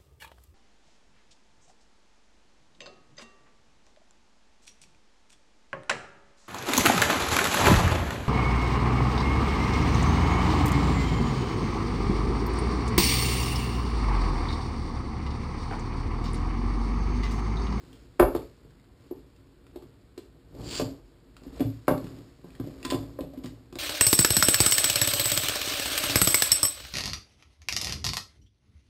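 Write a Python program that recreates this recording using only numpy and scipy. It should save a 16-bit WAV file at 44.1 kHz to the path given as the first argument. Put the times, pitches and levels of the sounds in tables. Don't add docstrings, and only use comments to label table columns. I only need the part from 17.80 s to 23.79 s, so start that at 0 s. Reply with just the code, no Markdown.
import sys
import numpy as np
from scipy import signal
from scipy.fft import rfft, irfft
from scipy.io import wavfile
from scipy.ndimage import uniform_filter1d

SR = 44100
rng = np.random.default_rng(int(sys.argv[2]) if len(sys.argv) > 2 else 0)


def transcribe(signal):
    frames = np.atleast_2d(signal).T
    limited = np.clip(frames, -1, 1)
    pcm = np.round(limited * 32767).astype(np.int16)
    wavfile.write(sys.argv[1], SR, pcm)


N = 264026


def gain_of(db):
    return 10 ** (np.asarray(db) / 20)


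def evened(x):
    return x / np.sqrt(np.mean(x ** 2) + 1e-20)


def read(points, hz):
    pitch_hz, value = np.transpose(points)
    return np.interp(np.log(hz + 1), np.log(pitch_hz + 1), value)


def coloured(x, points):
    gain = gain_of(read(points, np.fft.rfftfreq(len(x), 1 / SR)))
    return irfft(rfft(x) * evened(gain), len(x))


def add(mix, start_s, sound):
    part = mix[round(start_s * SR):][:len(sound)]
    part += sound[:len(part)]


def stroke(start_s, hold_s, level_db, rise_db_per_s, fall_db_per_s):
    t = np.arange(N) / SR
    before_s = np.maximum(start_s - t, 0)
    after_s = np.maximum(t - start_s - hold_s, 0)
    return gain_of(level_db - rise_db_per_s * before_s - fall_db_per_s * after_s)


def grit(per_s, spread_db):
    size = gain_of(spread_db * np.minimum(rng.exponential(1, N), 5))
    direction = rng.choice([-1., 1.], N)
    happens = rng.random(N) < per_s / SR
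    return evened(size * direction * happens)


def body(modes, weight=lambda hz: 1):
    hz, level_db, t60_s = np.transpose(modes)[:, :, None]
    t = np.arange(SR // 4) / SR
    sign = (-1.) ** (np.arange(len(modes))[:, None] // 2)
    fading = gain_of(level_db - 60 * t / np.maximum(t60_s, .01))
    rings = sign * weight(hz) * fading * np.sin(2 * np.pi * hz * t)
    build_up = 1 - np.exp(-t * hz / 0.32)
    fade_out = np.cos(2 * np.pi * t)
    return (rings * build_up).sum(0) * fade_out / np.sqrt(len(modes))


def ring(force, modes):
    return evened(signal.oaconvolve(force, body(modes))[:N])


# (per Hz, only the shape counts)
AIR_COLOUR = [(12, -27.5), (20, -8), (48, 4), (74, -5), (111, -4), (175, -11.5), (275, -12), (366, -18.5),
              (393, -49.5), (476, -11), (511, -28.5), (1460, -27.5), (2460, -33), (4690, -32.5),
              (5950, -46), (7740, -98), (13100, -120)]
AIR_DB = -57


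def air():
    swell = evened(uniform_filter1d(uniform_filter1d(rng.standard_normal(N), 6000), 6000))
    noise = evened(coloured(rng.standard_normal(N), AIR_COLOUR))
    return gain_of(AIR_DB + 0.27 * swell) * noise


# start_s, hold_s, drag_db (on wood), rustle_db (of cloth)
STROKES = [(0.0, 0.16, -57, -65.5), (0.512, 0.023, -59, -62), (1.216, 0.11, -69, -73.5),
           (1.9, 0.16, -63, -80), (2.799, .17, -40, -65.5), (3.053, 0.015, -42.5, -83.5),
           (3.647, 0.032, -52.5, -68), (3.768, 0.033, -45, -57.5), (4.211, .17, -48, -63),
           (4.684, 0.11, -59.5, -70), (4.85, 0.31, -52.5, -65), (5.095, 0.078, -42, -64),
           (5.27, 0.087, -55.5, -90), (5.564, 0.12, -52, -71.5)]
# pitch_hz, level_db, t60_s (time to fade by 60 dB)
BENCH = [(205.5, -7, 0.097), (251.3, -9, 0.16), (274, 2.5, 0.092), (323.6, -4.5, 0.058), (365, -2.5, 0.063),
         (403.5, -3.5, 0.052), (470.4, -1, 0.065)]
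# pitch_hz, level_db, t60_s
BOOM = [(52.2, -2.5, .17), (58.3, -3, 0.26), (90, -11.5, 0.027), (113, -5.5, 0.41), (152.7, -2, 0.12),
        (175, -8, 0.1215)]
# pitch_hz, level_db, t60_s
PIPE = [(452.6, 8.5, .06), (519, 8.5, 0.048), (599, 1, 0.093), (644.4, 3.5, 0.042), (725.5, 4, 0.027),
        (795, 2, 0.03), (886, -4, .06), (888, -9.5, 0.031), (945, -6, 0.035), (1008, 1.5, 0.035),
        (1169, -4, .05), (1267, -3, 0.038), (1370, -2.5, 0.013), (1542, -5, 0.022), (1830, -10.5, .02),
        (2180, -10.5, 0.016), (2800, -16, .015)]
RISE_DB_PER_S, FALL_DB_PER_S = 243.5, 138
REST_DRAG_DB = -59


def drag():
    slips = grit(per_s=900, spread_db=-3.5)
    effort = gain_of(REST_DRAG_DB)
    for start_s, hold_s, drag_db, _ in STROKES:
        effort = effort + stroke(start_s, hold_s, drag_db, RISE_DB_PER_S, FALL_DB_PER_S)
    return effort * evened(ring(slips, BENCH) + 1.02 * ring(slips, BOOM) + 0.44 * ring(slips, PIPE))


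# (per Hz, only the shape counts)
WEAVE = [(500, -22.5), (1000, -2), (2000, -4), (3500, -6), (4700, -1.5), (5600, 0), (7000, -42)]
# (per Hz, only the shape counts)
CLOTH = [(700, -22), (1200, -13), (2000, -16), (3000, -7), (3900, -10), (4400, -2), (4750, 2.5), (5100, -7),
         (5600, -1), (7000, -22)]
REST_RUSTLE_DB, CLOTH_FALL_DB_PER_S = -75.5, 60
SWISH_START_S, SWISH_HOLD_S, SWISH_DB = 2.918, 0.079, -34.5
SWISH_RISE_DB_PER_S, SWISH_FALL_DB_PER_S = 244.5, 234


def rustle():
    flutter = evened(uniform_filter1d(rng.standard_normal(N), 300))
    slips = grit(per_s=3600, spread_db=-3.0)
    push = stroke(SWISH_START_S, SWISH_HOLD_S, SWISH_DB, SWISH_RISE_DB_PER_S, SWISH_FALL_DB_PER_S)
    shift = gain_of(REST_RUSTLE_DB)
    for start_s, hold_s, _, rustle_db in STROKES:
        shift = shift + stroke(start_s, hold_s, rustle_db, RISE_DB_PER_S, CLOTH_FALL_DB_PER_S)
    cloth = push * evened(coloured(slips, CLOTH)) + shift * evened(coloured(slips, WEAVE))
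    return gain_of(0.74 * flutter) * cloth


# start_s, level_db, pitch_hz
TICKS = [(0.13, -46.5, 3200), (0.566, -40.5, 4420), (0.6187, -48.5, 2330), (0.9075, -55.5, 1725),
         (0.9977, -58.5, 2070), (1.042, -57.5, 1534), (1.5633, -53.5, 4870), (1.867, -52, 1340),
         (2.808, -51.5, 4470), (3.3595, -64.5, 1360), (3.5671, -42, 1360), (4.071, -51, 2300),
         (4.1787, -42, 4420), (4.269, -43, 1410), (4.705, -50.5, 2500), (4.7517, -47, 1800),
         (5.0292, -35.5, 2660), (5.105, -45, 3300)]
# (per Hz, only the shape counts)
TICK_COLOUR = [(710, -20.5), (1200, -21), (1630, -4.5), (2000, -6), (3280, -3), (3580, -3), (4960, -1.5),
               (5900, -4.5), (7670, -70.5), (13000, -120)]
SNAP_DB = -7.5
OVERTONE, OVERTONE_DB = 1.8, -5


def ticks():
    tones, snap_train, t = np.zeros(N), np.zeros(N), np.arange(1200) / SR
    snaps = rng.standard_normal((len(TICKS), 1200))
    for (start_s, level_db, pitch_hz), snap in zip(TICKS, snaps):
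        first = np.sin(2 * np.pi * pitch_hz * t)
        second = gain_of(OVERTONE_DB) * np.sin(2 * np.pi * OVERTONE * pitch_hz * t)
        add(tones, start_s, gain_of(level_db) * (first + second) * np.exp(-t / 0.00174))
        add(snap_train, start_s, gain_of(level_db + SNAP_DB) * snap * np.exp(-t / 0.0052))
    return tones + coloured(snap_train, TICK_COLOUR)


# pitch_hz, t60_s
ROOM = [(60, .3), (250, 0.31), (1000, 0.28), (3000, 0.25), (5500, 0.38)]
# pitch_hz, level_db
ECHO_COLOUR = [(60, -1.5), (300, -1), (1000, -2.5), (3000, -0.5), (5500, -5)]


def room(x):
    taps = np.zeros(SR)
    at = np.arange(200, SR - 20, 20) + rng.integers(0, 20, (SR - 201) // 20)
    taps[at] = rng.choice([-1., 1.], len(at))
    hz, t, bands = signal.stft(taps, SR, nperseg=256)
    t60_s = np.maximum(read(ROOM, hz), .05)[:, None]
    tail = signal.istft(bands * gain_of(-60 * t / t60_s), SR, nperseg=256)[1]
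    echoes = rfft(signal.fftconvolve(x, tail / np.linalg.norm(tail))[:N])
    return irfft(echoes * gain_of(read(ECHO_COLOUR, np.fft.rfftfreq(N, 1 / SR))), N)


def near(centre_hz, octaves):
    return lambda hz: 0.57 + 1.85 * np.exp(-(np.log2(hz / centre_hz) / octaves) ** 2)


# start_s, thud_db (planks), boom_db (frame), tone_db (hollow pipe), crack_db (pipe),
# tick_db (hard contact), frame_hz (favoured frame pitch)
KNOCKS = [(0.3934, -23, -47, -25, -34, -25, 60), (0.397, -10, -15, -12, -0.5, -12, 41.3),
          (0.402, -10.5, -15, -12, -33, -22, 40.2), (0.425, -13.5, -20.5, -15.5, -11, -37, 50.5),
          (0.549, -19, -27, -23.5, -21.5, -24, 46.7), (0.558, -23, -46, -40, -39, -27, 48),
          (0.847, -45.5, -48, -74, -75, -55, 153), (1.31, -28, -55, -34.5, -48, -46, 118),
          (1.958, -31, -56, -38.5, -45.5, -32.5, 65), (2.022, -42.5, -50, -64, -46, -38.5, 113),
          (2.376, -36, -53.5, -47.5, -43, -25, 105), (2.748, -45, -56, -45.5, -66, -36, 48),
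          (2.997, -37, -25, -18.5, -21.5, -15.5, 82), (3.019, -22.5, -30, -51, -60, -36, 113),
          (3.634, -40, -64, -61, -49, -36, 143), (3.664, -33.5, -40, -68, -56, -50, 43.2),
          (3.795, -36, -39, -34, -52, -26, 120), (3.804, -18, -36, -25, -58, -19, 189),
          (3.811, -21.5, -30.5, -36, -32.5, -37, 120), (3.847, -60, -26, -39, -77, -51, 113),
          (4.08, -20, -21.5, -13.5, -6.5, -13, 175), (4.11, -20.5, -24.5, -21, -27, -26, 144),
          (4.139, -29, -43, -55, -60, -51.5, 165), (4.241, -27, -31.5, -50, -46, -29.5, 175),
          (4.387, -37.5, -44, -71, -59, -41, 57.7), (4.642, -40.5, -38.5, -44.5, -50.5, -46, 177),
          (4.798, -22, -24, -40, -36.5, -33, 113), (4.839, -44, -36, -42, -64, -52, 114),
          (4.871, -35, -44, -40, -64, -39, 108), (5.049, -30, -45, -46, -25, -12, 156),
          (5.12, -23, -42, -26, -22, -23, 65), (5.142, -15.5, -27, -32.5, -35, -19.5, 118),
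          (5.188, -52, -33.5, -35, -64, -34, 118), (5.388, -32.5, -69, -26, -33, -37, 172),
          (5.406, -27, -35, -37, -66, -25, 54), (5.435, -39.5, -36, -38, -54, -52, 161),
          (5.534, -39.5, -63, -36, -65, -38, 185), (5.574, -28.5, -49, -74, -72, -36.5, 115),
          (5.642, -28, -34, -41, -40, -34, 127), (5.658, -32.5, -47.5, -50, -43, -21, 108),
          (5.721, -43, -44, -55, -61, -55, 108), (5.925, -38, -40, -51, -41, -28.5, 193),
          (5.954, -36, -35, -38.5, -33.5, -22.5, 87.5)]
# time_s, plank_hz (favoured plank pitch)
SPOT = [(0, 354.3), (2.4, 350), (2.75, 259), (5.75, 257), (5.9, 316)]
CHATTER_S, TICK_S, RATTLE_S = 0.0055, .0028, 0.016
RATTLE_SHARE, TICK_RATTLE_SHARE = 0.47, 0.7


def knocks():
    out, tick = np.zeros((2, N))
    t = np.arange(4000) / SR
    chance = rng.standard_normal((len(KNOCKS), 3, 4000))
    for (start_s, thud_db, boom_db, tone_db, crack_db, tick_db, frame_hz), noise in zip(KNOCKS, chance):
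        force = noise * np.exp(-t / np.array([[CHATTER_S], [TICK_S], [RATTLE_S]]))
        chatter, snap, rattle = force / np.linalg.norm(force, axis=1)[:, None]
        contact = .5 * chatter + (t == 0)
        plank_hz = np.interp(start_s, *np.transpose(SPOT))
        planks = gain_of(thud_db) * body(BENCH, near(plank_hz, 0.32))
        frame = gain_of(boom_db) * body(BOOM, near(frame_hz, 0.42))
        pipe = body(PIPE, lambda hz: gain_of(read([(680, tone_db), (1250, crack_db)], hz)))
        wood_sound = signal.fftconvolve(planks + frame, contact)
        pipe_sound = signal.fftconvolve(pipe, contact + RATTLE_SHARE * rattle)
        add(out, start_s, wood_sound + pipe_sound)
        add(tick, start_s + 0.0016, gain_of(tick_db) * (snap + TICK_RATTLE_SHARE * rattle))
    return out + coloured(tick, TICK_COLOUR)


# start_s, level_db
CLINKS = [(5.05, -36), (5.1061, -31), (5.1484, -43), (5.192, -53)]
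# pitch_hz, level_db, t60_s
FITTING = [(1023, 2.5, 0.16), (3500, 7, 0.018), (4850, 3.5, 0.039)]


def clinks():
    out = np.zeros(N)
    for start_s, level_db in CLINKS:
        add(out, start_s, gain_of(level_db) * body(FITTING))
    return out


# start_s, level_db, t60_s
SCRAPES = [(5.05, -30.5, 0.034), (5.103, -32.5, 0.16), (5.639, -48, 0.11), (5.659, -55, 0.072)]
SCRAPE_RISE_DB_PER_S = 4487


def scrapes():
    push = sum(stroke(start_s, 0, level_db, SCRAPE_RISE_DB_PER_S, 60 / t60_s)
               for start_s, level_db, t60_s in SCRAPES)
    return push * evened(coloured(grit(per_s=3500, spread_db=3.0), TICK_COLOUR))


def scene():
    hits = knocks() + clinks() + ticks()
    return (hits + room(hits) + drag() + rustle() + scrapes() + air())[None]


HOLD_HZ, EDGE_HZ = 12000, 15400


def record(dry):
    dry = signal.sosfilt(signal.butter(4, 40, "high", fs=SR, output="sos"), dry)
    smoothing = signal.firwin(61, 5500, window=("kaiser", 6), fs=SR)
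    smooth = signal.oaconvolve(dry, smoothing[None], "same")
    mirrored = smooth * (1 + 2 * np.cos(2 * np.pi * HOLD_HZ * np.arange(N) / SR))
    held = irfft(rfft(mirrored) * np.sinc(np.fft.rfftfreq(N, 1 / SR) / HOLD_HZ), N)
    edge = signal.firwin(511, EDGE_HZ, window=("kaiser", 9), fs=SR)
    return signal.oaconvolve(held, edge[None], "same")


dry = scene()
out = record(dry)
transcribe(out)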